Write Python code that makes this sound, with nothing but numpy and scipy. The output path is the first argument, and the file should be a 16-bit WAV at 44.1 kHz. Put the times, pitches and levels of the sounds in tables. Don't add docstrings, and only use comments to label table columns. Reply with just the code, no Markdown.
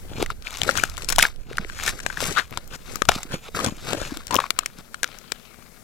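import sys
import numpy as np
from scipy import signal
from scipy.fft import rfft, irfft
from scipy.io import wavfile
from scipy.ndimage import uniform_filter1d

SR = 44100
rng = np.random.default_rng(int(sys.argv[2]) if len(sys.argv) > 2 else 0)


def to_wav(sig):
    pcm = np.clip(np.atleast_2d(sig), -1, 1) * 32767
    pcm = np.round(pcm).astype(np.int16)
    wavfile.write(sys.argv[1], SR, pcm.T)


N = 257103

# peak time in seconds, ring level in dB, ring frequency of the loose
# piece in Hz, snap level in dB, snap centre in Hz, fall time in ms, left-right balance in dB.
FRACTURES = [(0.2259, -13, 566, -14, 4200, 2.1, 6), (.2619, -22, 2000, -26, 5200, 2.3, 6),
             (.3031, -14, 1354, -27.5, 6070, 3.3, 6.5), (0.4237, -43, 2430, -32, 5030, .8, 8),
             (0.4713, -16, 2370, -38, 4700, 1.25, 14), (0.5077, -25, 2880, -27, 5100, 0.43, 8),
             (0.541, -28, 2830, -27, 4900, 1.36, 10), (0.5592, -24.5, 2920, -31, 6200, 1.9, 9),
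             (.5717, -25, 2910, -22, 5500, 1.5, 11), (.5848, -34, 1430, -25, 5600, 1.3, 2),
             (.617, -4, 3070, -14, 4180, 0.92, 10.5), (.6338, -10.5, 2440, -16, 5870, 2.7, 6),
             (.692, -0.5, 1387, -21.5, 4540, 2.3, 4), (0.6976, -14, 1440, -16, 6700, 0.89, 13),
             (0.7543, -17, 1465, -24, 6000, 2.2, 6), (0.7752, -29, 2710, -9, 6160, 0.56, 9),
             (0.7851, -13.5, 1530, -43, 5890, 3.6, 10), (.798, -15.5, 2367, -47, 5300, 3.7, 14),
             (.8368, -4, 1480, -9, 7200, 2.3, 9), (0.8982, -55, 2547, -26, 6220, 0.84, 13),
             (.97, -47, 2280, -25.5, 6800, 0.73, 8), (0.979, -22.5, 1406, -22.5, 7100, 7.3, 9),
             (1.0217, -22.5, 2600, -25, 5000, 2.1, 6), (1.033, -36, 1615, -34, 5100, .7, 11),
             (1.0458, -49, 2780, -21.5, 5140, 2.3, 9), (1.0882, -25, 2940, -8.5, 6500, 2.2, 13),
             (1.0931, -40, 3050, -11, 7800, 2.2, 9), (1.1021, -34, 2410, -8, 8550, 1.4, 11),
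             (1.124, -14, 1510, -11.5, 6950, 5.3, 11), (1.1608, -24, 1780, -15.5, 7000, 2.4, 13),
             (1.1843, -1, 770, -2.5, 6500, 1.4, 13), (1.1896, -6.5, 1427, -4.5, 5980, 2.9, 13),
             (1.1966, -4.5, 1576, -13, 5730, 2.3, 6), (1.2053, -15, 2506, -19, 4800, 3.1, 14),
             (1.211, -16, 3005, -17, 6000, 1.5, 11), (1.2244, -9, 2000, -10, 6500, 2, 6),
             (1.2261, -3, 2240, -2.5, 6400, 4.4, 1.5), (1.2378, -8, 1430, -30, 5660, 1.6, 5),
             (1.2445, -37, 2390, -18.5, 8600, 1, 12), (1.2527, -5, 1650, -30, 6600, 1.6, 6),
             (1.2705, -54, 1430, -25, 6104, 0.54, 2), (1.361, -52, 2400, -37, 6970, .8, 6),
             (1.5314, -24.5, 1595, -35, 4170, .62, 3), (1.571, -26, 2320, -22.5, 5660, 2.17, 3),
             (1.5834, -7.5, 1420, -20.5, 3680, 2, 3.5), (1.6477, -19, 2140, -53, 4500, 0.49, 8),
             (1.6991, -19, 1516, -35.5, 4320, 1.9, 6), (1.7902, -19.5, 1470, -47, 4890, 1.17, 4),
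             (1.7992, -19.5, 1580, -34, 5100, 1, 6), (1.863, -26, 1433, -18, 5570, 4.7, 16),
             (1.877, -12, 1770, -14.5, 5100, 10, 8), (1.892, -16, 2285, -18, 5680, 2.7, 11),
             (1.9921, -24, 1580, -35, 6800, 2.6, 9), (2.0018, -26, 1645, -27.5, 4830, 6.2, 8),
             (2.0641, -7, 1680, -15, 4960, 1.25, 12), (2.1014, -18.5, 1550, -36, 5250, 6.3, 12),
             (2.1732, -16, 1700, -36, 4950, 1.3, 14), (2.2049, -17.5, 1370, -17.5, 6200, 1.4, 11),
             (2.2163, -31, 1590, -22, 6800, 1.6, 17), (2.241, -14, 3260, -17, 4320, 0.98, 8),
             (2.3243, -27, 2997, -22.5, 6320, 5.2, 4), (2.509, -37, 1485, -34, 10100, 0.62, 9),
             (2.5264, -24, 1330, -38, 4510, 1.06, 11), (2.574, -16.5, 910, -17, 4660, 2.8, 9.5),
             (2.677, -57, 1510, -33, 10500, 0.54, 21), (2.9572, -21, 1210, -17.5, 11500, 3.2, 15),
             (3.0206, -6, 1243, -14, 3950, 2.2, 15), (3.0532, -28, 1195, -26.5, 5080, 3.5, 12),
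             (3.0884, 1, 1397, -5.5, 5030, 3.4, 14), (3.0913, -2.5, 694, -3.5, 5000, 2.6, 11.5),
             (3.118, -14, 1270, -19, 4900, 2.7, 3), (3.2312, -27.5, 1990, -21, 5100, 4.5, 5),
             (3.3233, -28, 995, -40, 5200, 0.71, 6), (3.3365, -23, 1475, -41, 4420, 2.27, 4),
             (3.5492, -16, 1345, -36, 4930, 2.5, -1), (3.5537, -21, 1370, -40, 5620, 1.8, 5),
             (3.5728, -19.5, 1194, -42, 6000, 4.3, 1), (3.5912, -13, 1160, -24, 4900, 3.7, 3),
             (3.6018, -19.5, 1240, -37, 5700, 5, 21), (3.6452, -18, 591, -14.5, 6100, 3.2, 8),
             (3.6625, -17, 691, -14, 5340, 3.5, 6), (3.6852, -19.5, 1090, -29, 5400, 3.8, 8),
             (3.768, -57, 1426, -35, 6490, 0.49, 7), (3.9326, -15.5, 553, -12, 4500, 0.83, 17),
             (3.949, -17.5, 591, -41, 4340, 3.1, 4), (4.0163, -18.5, 562.4, -23, 5350, 2.06, 15),
             (4.1722, -25, 1394, -21.5, 6740, 0.58, 9), (4.2696, -40, 1560, -20.5, 8540, 1.5, 14),
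             (4.2808, -30, 1620, -28, 5450, 2.8, 3), (4.3091, -17, 966, -22.5, 4700, 5.8, 10),
             (4.325, -18.5, 1000, -43, 5100, 3.6, 7), (4.337, -14, 980, -44, 4500, 0.93, 8),
             (4.344, -12, 960, -11.5, 10500, 0.84, 16), (4.3498, -9, 1070, -42, 4600, 2.6, 10),
             (4.3553, -13.5, 538, -7.5, 9600, 2.3, 13), (4.3656, -5.5, 3030, -15, 9000, 0.36, 15),
             (4.374, -28, 1100, -25, 9500, 1.3, 12), (4.3902, -6, 1114, -47, 5100, 2.2, 8),
             (4.4023, -15, 1140, -20, 3850, 4.6, 8), (4.4418, -15, 1085, -38, 4800, 1.07, 14),
             (4.5055, -14.5, 2870, -8.5, 4330, 1.9, 10), (4.5893, -11.5, 1165, -5.5, 6150, 2.66, 12.5),
             (4.6342, -26, 1240, -41, 6200, 1.54, 13), (4.66, -17.5, 1877, -15, 7340, 2.9, 8),
             (4.9442, -19, 1426, -26, 5460, 2.9, 14), (5.0319, -10.5, 1650, -11.5, 6250, 3.4, 15),
             (5.0432, -12, 1460, -14.5, 3900, 2, 14), (5.077, -40, 2330, -30, 4950, .8, 11),
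             (5.089, -34, 1000, -40, 5030, .8, 14), (5.1876, -62, 580, -28, 8105, 0.31, 22),
             (5.3199, -16.5, 1560, -14.5, 4890, 2.8, 18)]
# frequency in Hz, nominal bandwidth in Hz, relative gain in dB.
SHELL_MODES = [(760, 133, -19), (1368, 370, 22), (2365, 190, 6), (3535, 1800, 3.5), (5420, 2160, -0.5),
               (7070, 2100, -2), (9690, 1770, -9), (13100, 3300, -32)]
# peak time in seconds, level in dB, pitch in Hz,
# length in ms.
BUMPS = [(.117, -19, 224, 2), (.201, -21, 450, 9.4), (.219, -19.5, 300, 6.9), (.228, -8.5, 370, 4.3),
         (0.632, -22, 128, 6.9), (.695, -18.5, 525, 11.2), (.784, -25, 79.7, 16), (1.23, -23, 150, 6.8),
         (1.514, -24.5, 452, 5.3), (1.6, -25, 189, 12.8), (1.651, -28.5, 408, 6), (2.227, -15, 508, 3.4),
         (2.287, -23.5, 158, 15.3), (2.299, -23, 102, 13), (2.316, -22, 364, 5.4), (2.575, -30, 79, 13),
         (2.958, -27.5, 161, 4), (3.02, -13.5, 440, 2.6), (3.089, -16.5, 120, 12), (3.163, -16.5, 189, 3.9),
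         (3.255, -28, 239, 4.6), (3.341, -34, 182.3, 6.7), (3.49, -30, 448, 6.2), (3.572, -23.5, 448, 8.9),
         (3.644, -21, 497, 16), (3.673, -13, 232, 6), (3.688, -18, 184, 9.4), (3.724, -19.5, 198, 4.9),
         (3.934, -26, 142, 19.4), (3.948, -23, 316, 15.5), (4.019, -21.5, 79.5, 6), (4.124, -22, 284, 11.4),
         (4.171, -32, 310, 12.4), (4.342, -19, 236, 7.9), (4.364, -10, 257, 3.9), (4.391, -16.5, 530, 4.9),
         (4.506, -20.5, 448, 2.6), (4.79, -32, 199, 7.5), (5.322, -23.5, 453, 4.3)]
# swell start, swell top, fade start and fade end in seconds,
# then tearing, fizz and flesh push levels in dB. Swell and fade may overlap
MEMBRANE_PULLS = [(.05, 0.215, 0.23, 0.26, -33.5, -40.5, -32.5),
                  (0.269, 0.312, 0.31, 0.34, -36.5, -49, -37), (0.406, 0.468, 0.54, 0.89, -43, -43, -57),
                  (0.576, 0.675, 0.68, 0.79, -30, -29.5, -31), (0.718, 0.766, 0.77, 0.94, -30, -29, -37),
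                  (0.892, 0.998, 1.03, 1.12, -46.5, -42.5, -44),
                  (1.072, 1.097, 1.1, 1.233, -37, -33.5, -43),
                  (1.17, 1.201, 1.267, 1.312, -30.5, -34.5, -46), (1.452, 1.501, 1.48, 1.72, -44, -56, -40),
                  (1.545, 1.592, 1.636, 1.68, -42, -68, -41.5),
                  (1.645, 1.868, 1.905, 1.93, -34, -31.5, -42.5),
                  (1.88, 1.913, 1.99, 1.99, -46, -44.5, -44.5),
                  (1.955, 2.046, 2.07, 2.37, -44.5, -43.5, -47),
                  (2.138, 2.221, 2.312, 2.374, -33, -30.5, -33),
                  (2.324, 2.387, 2.39, 2.445, -28.5, -31.5, -42), (2.48, 2.517, 2.58, 2.69, -46, -65, -45),
                  (2.681, 2.732, 2.76, 2.77, -40, -42, -42), (2.785, 2.913, 2.934, 3.07, -43, -42, -43.5),
                  (3.078, 3.099, 3.126, 3.304, -32.5, -36.5, -41.5),
                  (3.278, 3.339, 3.345, 3.39, -31, -34.5, -31.5), (3.393, 3.443, 3.49, 3.4, -45, -48, -50),
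                  (3.534, 3.556, 3.67, 3.75, -34, -34.5, -30.5),
                  (3.764, 3.907, 3.91, 4.04, -32, -33.5, -30.5),
                  (3.904, 3.98, 4.07, 4.305, -36.5, -39.5, -39.5),
                  (4.289, 4.347, 4.287, 4.43, -30, -33, -26.5), (4.372, 4.409, 4.466, 4.5, -39, -47.5, -52),
                  (4.481, 4.588, 4.6, 4.8, -43, -59, -56), (4.724, 4.787, 4.81, 4.62, -49.5, -54, -47.5),
                  (5.022, 5.036, 5, 5.62, -45, -64, -55)]
# frequency in Hz, relative level in dB.
FIZZ_SPECTRUM = [(2000, 0.5), (3500, -7), (5500, -1), (7500, -2.5), (9000, -8), (12000, -9), (15500, -22)]
PUSH_SPECTRUM = [(60, -13.5), (110, 5.5), (180, 2.5), (300, -2), (500, -2.5), (900, -13)]
# time in seconds, level in dB, resonance in Hz.
AIR_POCKET = [(2.35, -55, 1246), (2.366, -25, 1380), (2.381, -13, 1410), (2.392, -17.5, 1555),
              (2.408, -31.5, 1530), (2.428, -44, 1320)]
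# time in seconds, level in dB, centre frequency in Hz.
STRANDS = [(5.04, -75, 3500), (5.1, -69, 3400), (5.28, -59, 3170), (5.4, -60, 2760), (5.5, -57.5, 2420),
           (5.7, -69, 2200), (5.83, -76, 2030)]
# time in seconds, left-right balance in dB.
HAND_BALANCE = [(0.0, 4), (1.15, 13), (1.23, 5), (1.72, 6.5), (1.96, 6.5), (2.06, 12), (2.26, 7),
                (2.58, 12), (2.63, 9), (3.05, 15.5), (3.07, 4.5), (3.3, 1.5), (4.61, 9.5), (4.64, 8),
                (5.33, 17), (5.36, 16), (5.75, 13.5), (5.83, 7)]
# time in seconds, base level in dB, left-right balance in dB.
GRIP_LEVELS = [(0.0, -36.5, -3.0), (0.29, -33, -6.0), (0.41, -38.5, -2), (1.23, -33, -4.5),
               (1.36, -42.5, -16), (1.79, -33, -1), (1.87, -37.5, -16), (2.0, -39, -9), (2.97, -44.5, -3.5),
               (3.1, -32.5, -4), (3.23, -45.5, -12), (3.75, -43, -7), (4.06, -39, -6), (4.27, -44.5, -2),
               (4.35, -49, 16.0), (4.42, -51, -16), (5.81, -58.5, 2), (5.83, -66, -1.5)]
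# frequency in Hz, relative level in dB.
RUMBLE_SPECTRUM = [(8, -22.5), (16, 13.5), (30, -2.5), (50, -1), (80, -6.5), (130, -16), (250, -24.5)]
BACKGROUND_SPECTRUM = [(12, -25), (20, 2), (113, -17), (241, -3), (301, -26), (347, -16.5), (377, -13.5),
                       (1220, -23), (2260, -21), (2460, -29), (5230, -25.5), (14300, -25), (16000, -33)]
# time in seconds, level in dB.
LEFT_HISS = [(0, -44.5), (.4, -52.5), (1.3, -57), (2.5, -51), (3.0, -47.5), (3.4, -49), (4.2, -50),
             (5.83, -47)]
# frequency in Hz, coherence from 0 to 1.
PORT_COHERENCE = [(100, 0.77), (300, 0.71), (700, 0.66), (1500, 0.41), (3000, 0.42), (7000, 0.31),
                  (15000, 0.05)]


def cracks():
    lead = 300
    ms = (np.arange(1500) - lead) / SR * 1000
    rows = small_breaks() + FRACTURES
    noises = rng.standard_normal((len(rows), len(ms)))
    return placed([crack(row, noise, ms) for row, noise in zip(rows, noises)], lead)


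def crack(row, noise, ms):
    peak_s, ring_db, hz, snap_db, snap_hz, fall_ms, pan_db = row
    snap_rise_ms = .26
    ring_rise_ms = snap_rise_ms + .06 * max(ring_db - snap_db, 0) * min(1000 / hz, 1) ** 2.3
    decay_db = -12 * ms / max(fall_ms, .4)
    snap_shape = gain_of(np.where(ms < 0, 9 * ms / snap_rise_ms, decay_db))
    ring_shape = gain_of(np.where(ms < 0, 9 * ms / ring_rise_ms, decay_db))
    burst = noise * (snap_shape ** 1.3 + .02 * np.exp(-ms / 4) * (ms > 0))
    snap = sum(gain_of(db - 7 * np.log2(mode_hz / snap_hz) ** 2) * steep(burst, mode_hz, 1.32 * width)
               for mode_hz, width, db in SHELL_MODES)
    splinter_db = -5.5 + 46 * np.log2(min(snap_hz / 10000, 1))
    snap += gain_of(splinter_db) * steep(burst, hz=12900, width=5400)
    ring_shape = uniform_filter1d(ring_shape, size=round(SR / hz))
    roughness = .9 * np.clip(1 + (snap_db - ring_db) / 35, .4, 1)
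    ring_noise = evened(steep(noise[::-1], hz, .9 * hz))
    ring = ring_shape * (np.sin(2 * np.pi * hz * ms / 1000) + roughness * ring_noise)
    flex_shape = (ms > 0) * ms / 1.74 * np.exp(1 - abs(ms) / .83)
    flex = flex_shape * np.sin(2 * np.pi * SHELL_MODES[0][0] * ms / 1000)
    sound = gain_of(ring_db) * ring / abs(ring).max() + gain_of(snap_db + 4) * snap / abs(snap).max()
    return peak_s, sound + gain_of(2.56 * min(ring_db, 0) - 6) * flex, pan_db


def small_breaks(count=55, spread_db=6):
    tear_db, fizz_db, _ = pull_levels()
    likelihood = np.cumsum(gain_of(.33 * tear_db))
    when, mode, detune, ring_drop, snap_drop, brightness, length = rng.random((count, 7)).T
    at = np.clip(np.searchsorted(likelihood, when * likelihood[-1]), 400, N - 1)
    ring_hz = np.transpose(SHELL_MODES)[0][(mode * 3).astype(int)] * (.85 + .3 * detune)
    ring_db = tear_db[at] + 12.5 - spread_db * ring_drop
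    snap_db = fizz_db[at] + 10 - spread_db * snap_drop
    snap_hz = 5600 * (.8 + .4 * brightness)
    fall_ms = 1.8 * (.3 + 1.28 * length)
    return list(zip(at / SR, ring_db, ring_hz, snap_db, snap_hz, fall_ms, along(HAND_BALANCE)[0][at]))


def finger_bumps(lead=800):
    ms = (np.arange(2400) - lead) / SR * 1000
    bumps, pan_db = [], along(HAND_BALANCE)[0]
    for (peak_s, db, hz, length_ms), phase in zip(BUMPS, rng.random(len(BUMPS))):
        shape = np.exp(-np.where(ms < 0, (ms / (.3 * length_ms)) ** 2, ms / (.38 * length_ms)))
        tone = np.cos(2 * np.pi * (hz * ms / 1000 + phase))
        bumps.append((peak_s, gain_of(db) * shape * tone, pan_db[round(peak_s * SR)]))
    return placed(bumps, lead)


def tearing():
    tear_db, fizz_db, push_db = pull_levels()
    pan_db = along(HAND_BALANCE)[0]
    rip = grit(per_s=700, spread_db=3.7, smooth=.55)
    body = np.zeros(N)
    for (hz, _, _), db in zip(SHELL_MODES[:4], [-8.5, 4, 1, .5]):
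        strength = gain_of(db + 2.5 * wander(size=500))
        drifting_hz = hz * (1 + .04 * wander(size=2500))
        body += strength * evened(steep(rip, drifting_hz, .6 * hz))
    fizz = colour(.53 * rip + grit(per_s=600, spread_db=5.5, smooth=.63), FIZZ_SPECTRUM)
    push = colour(grit(per_s=400, spread_db=4, smooth=.6), PUSH_SPECTRUM)
    bright = gain_of(tear_db) * evened(body) + gain_of(fizz_db) * evened(fizz)
    return ports(bright, pan_db) + ports(gain_of(push_db) * evened(push), pan_db)


def pull_levels(rest_tear_db=-60.5, rest_fizz_db=-61, rest_push_db=-57, fade_db=-23):
    t = np.arange(0, N / SR, .002)
    power = gain_of(np.outer([rest_tear_db, rest_fizz_db, rest_push_db], np.ones(len(t)))) ** 2
    for swell_start, swell_top, fade_start, fade_end, *levels_db in MEMBRANE_PULLS:
        rise_s, fall_s = max(swell_top - swell_start, .005), max(fade_end - fade_start, .005)
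        faded = np.maximum(np.maximum((swell_top - t) / rise_s, (t - fade_start) / fall_s), 0)
        power += gain_of(np.add.outer(levels_db, fade_db * faded)) ** 2
    return along(np.c_[t, 10 * np.log10(power).T])


def grit(per_s, spread_db, smooth):
    clumps = gain_of(3.3 * evened(uniform_filter1d(rng.standard_normal(N), 350)))
    sizes = gain_of(spread_db * np.minimum(rng.exponential(1, N), 5))
    impulses = sizes * (rng.random(N) < per_s / SR)
    grains = signal.lfilter([1], [1, -.9], impulses) * rng.standard_normal(N)
    return clumps * (smooth * rng.standard_normal(N) + (1 - smooth) * evened(grains))


def squelch(pops_per_s=2500):
    level_db, hz = along(AIR_POCKET)
    t = np.arange(N) / SR
    pops = (rng.random(N) < pops_per_s / SR) * rng.standard_normal(N)
    pocket = evened(steep(pops, hz, width=520))
    overtone = gain_of(-13) * evened(steep(pops, hz=3600, width=900))
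    sounding = (t > AIR_POCKET[0][0]) * (t < AIR_POCKET[-1][0])
    return ports(gain_of(level_db) * (pocket + overtone) * sounding, pan_db=12.3)


def stretching_strands():
    level_db, hz = along(STRANDS)
    rustle = evened(steep(grit(per_s=1500, spread_db=2.56, smooth=.66), hz, width=900))
    sounding = np.arange(N) / SR > STRANDS[0][0]
    return ports(gain_of(level_db) * rustle * sounding, pan_db=14.6)


def grip_rumble(push_share=.091):
    level_db, pan_db = along(GRIP_LEVELS)
    push_db = pull_levels()[2]
    level_db += push_share * (push_db - uniform_filter1d(push_db, size=SR // 2))
    lumps = gain_of(2.5 * wander(size=1200))
    rumble = colour(lumps * rng.standard_normal((2, N)), RUMBLE_SPECTRUM)
    return gain_of(level_db + np.outer([.5, -.5], pan_db)) * evened(rumble + .033 * rumble[::-1])


def reflections(x, rt60_s=.064):
    t = np.arange(6000) / SR
    taps = rng.choice([-1., 1.], (2, len(t))) * (rng.random((2, len(t))) < .05)
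    taps *= gain_of(-60 * t / rt60_s) * (t > .002)
    return signal.oaconvolve(x, taps / np.linalg.norm(taps[0]), axes=1)[:, :N]


def background(right_db=-66):
    air = colour(rng.standard_normal((2, N)), BACKGROUND_SPECTRUM)
    air = evened(air + .03 * air[::-1])
    return air * gain_of([along(LEFT_HISS)[0], np.full(N, right_db)])


def ports(x, pan_db, path_change_hz=3.1):
    coherence = np.clip(read(PORT_COHERENCE, np.fft.rfftfreq(N, 1 / SR)), 0, 1)
    paths = rng.standard_normal((2, 300)) * np.exp(-np.arange(300) / 30)
    paths /= np.linalg.norm(paths, axis=1, keepdims=True)
    first, second = signal.oaconvolve(x[None], paths, axes=1)[:, :N]
    turn = 2 * np.pi * (rng.random() + path_change_hz * np.arange(N) / SR)
    scattered = first * np.cos(turn) + second * np.sin(turn)
    right = irfft(coherence * rfft(x) + np.sqrt(1 - coherence ** 2) * rfft(scattered), N)
    balance = gain_of(np.clip(pan_db, -12, 24))
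    return np.array([balance * x, right]) * 2 / (1 + balance)


def placed(events, lead):
    mix, pan = np.zeros(N + SR), np.zeros(N + SR)
    for peak_s, sound, pan_db in events:
        at = round(peak_s * SR) - lead
        mix[at:at + len(sound)] += sound
        pan[at + lead // 2:at + len(sound)] = pan_db
    return ports(mix[:N], pan[:N])


def steep(x, hz, width):
    carrier = np.exp(2j * np.pi * np.cumsum(hz * np.ones(x.shape[-1])) / SR)
    pole = np.exp(-np.pi * width / SR)
    for _ in range(2):
        x = 2 * (carrier * signal.lfilter([1 - pole], [1, -pole], x / carrier)).real
    return x


def colour(x, spectrum):
    hz = np.fft.rfftfreq(x.shape[-1], 1 / SR)
    response_db = read([(0, -83.5)] + list(spectrum) + [(SR / 2, -90)], hz)
    return irfft(rfft(x) * gain_of(response_db), x.shape[-1])


def read(spectrum, hz):
    point_hz, values = np.transpose(spectrum)
    return np.interp(np.log(hz + 1), np.log(point_hz + 1), values)


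def along(rows):
    times, *columns = np.transpose(rows)
    return [np.interp(np.arange(N) / SR, times, column) for column in columns]


def wander(size):
    return evened(uniform_filter1d(uniform_filter1d(rng.standard_normal(N), size), size))


def evened(x):
    return x / np.sqrt(np.mean(x ** 2) + 1e-20)


def gain_of(db):
    return 10 ** (np.asarray(db) / 20)


def scene():
    crab = cracks() + finger_bumps() + tearing() + squelch() + stretching_strands()
    return crab + gain_of(-27) * reflections(crab) + grip_rumble() + background()


def record(dry):
    overloaded = np.clip(dry, -.9, .9)
    lowpass = signal.firwin(301, cutoff=16300, window=("kaiser", 9), fs=SR)
    return signal.oaconvolve(overloaded, lowpass[None], "same")


dry = scene()
out = record(dry)
to_wav(out)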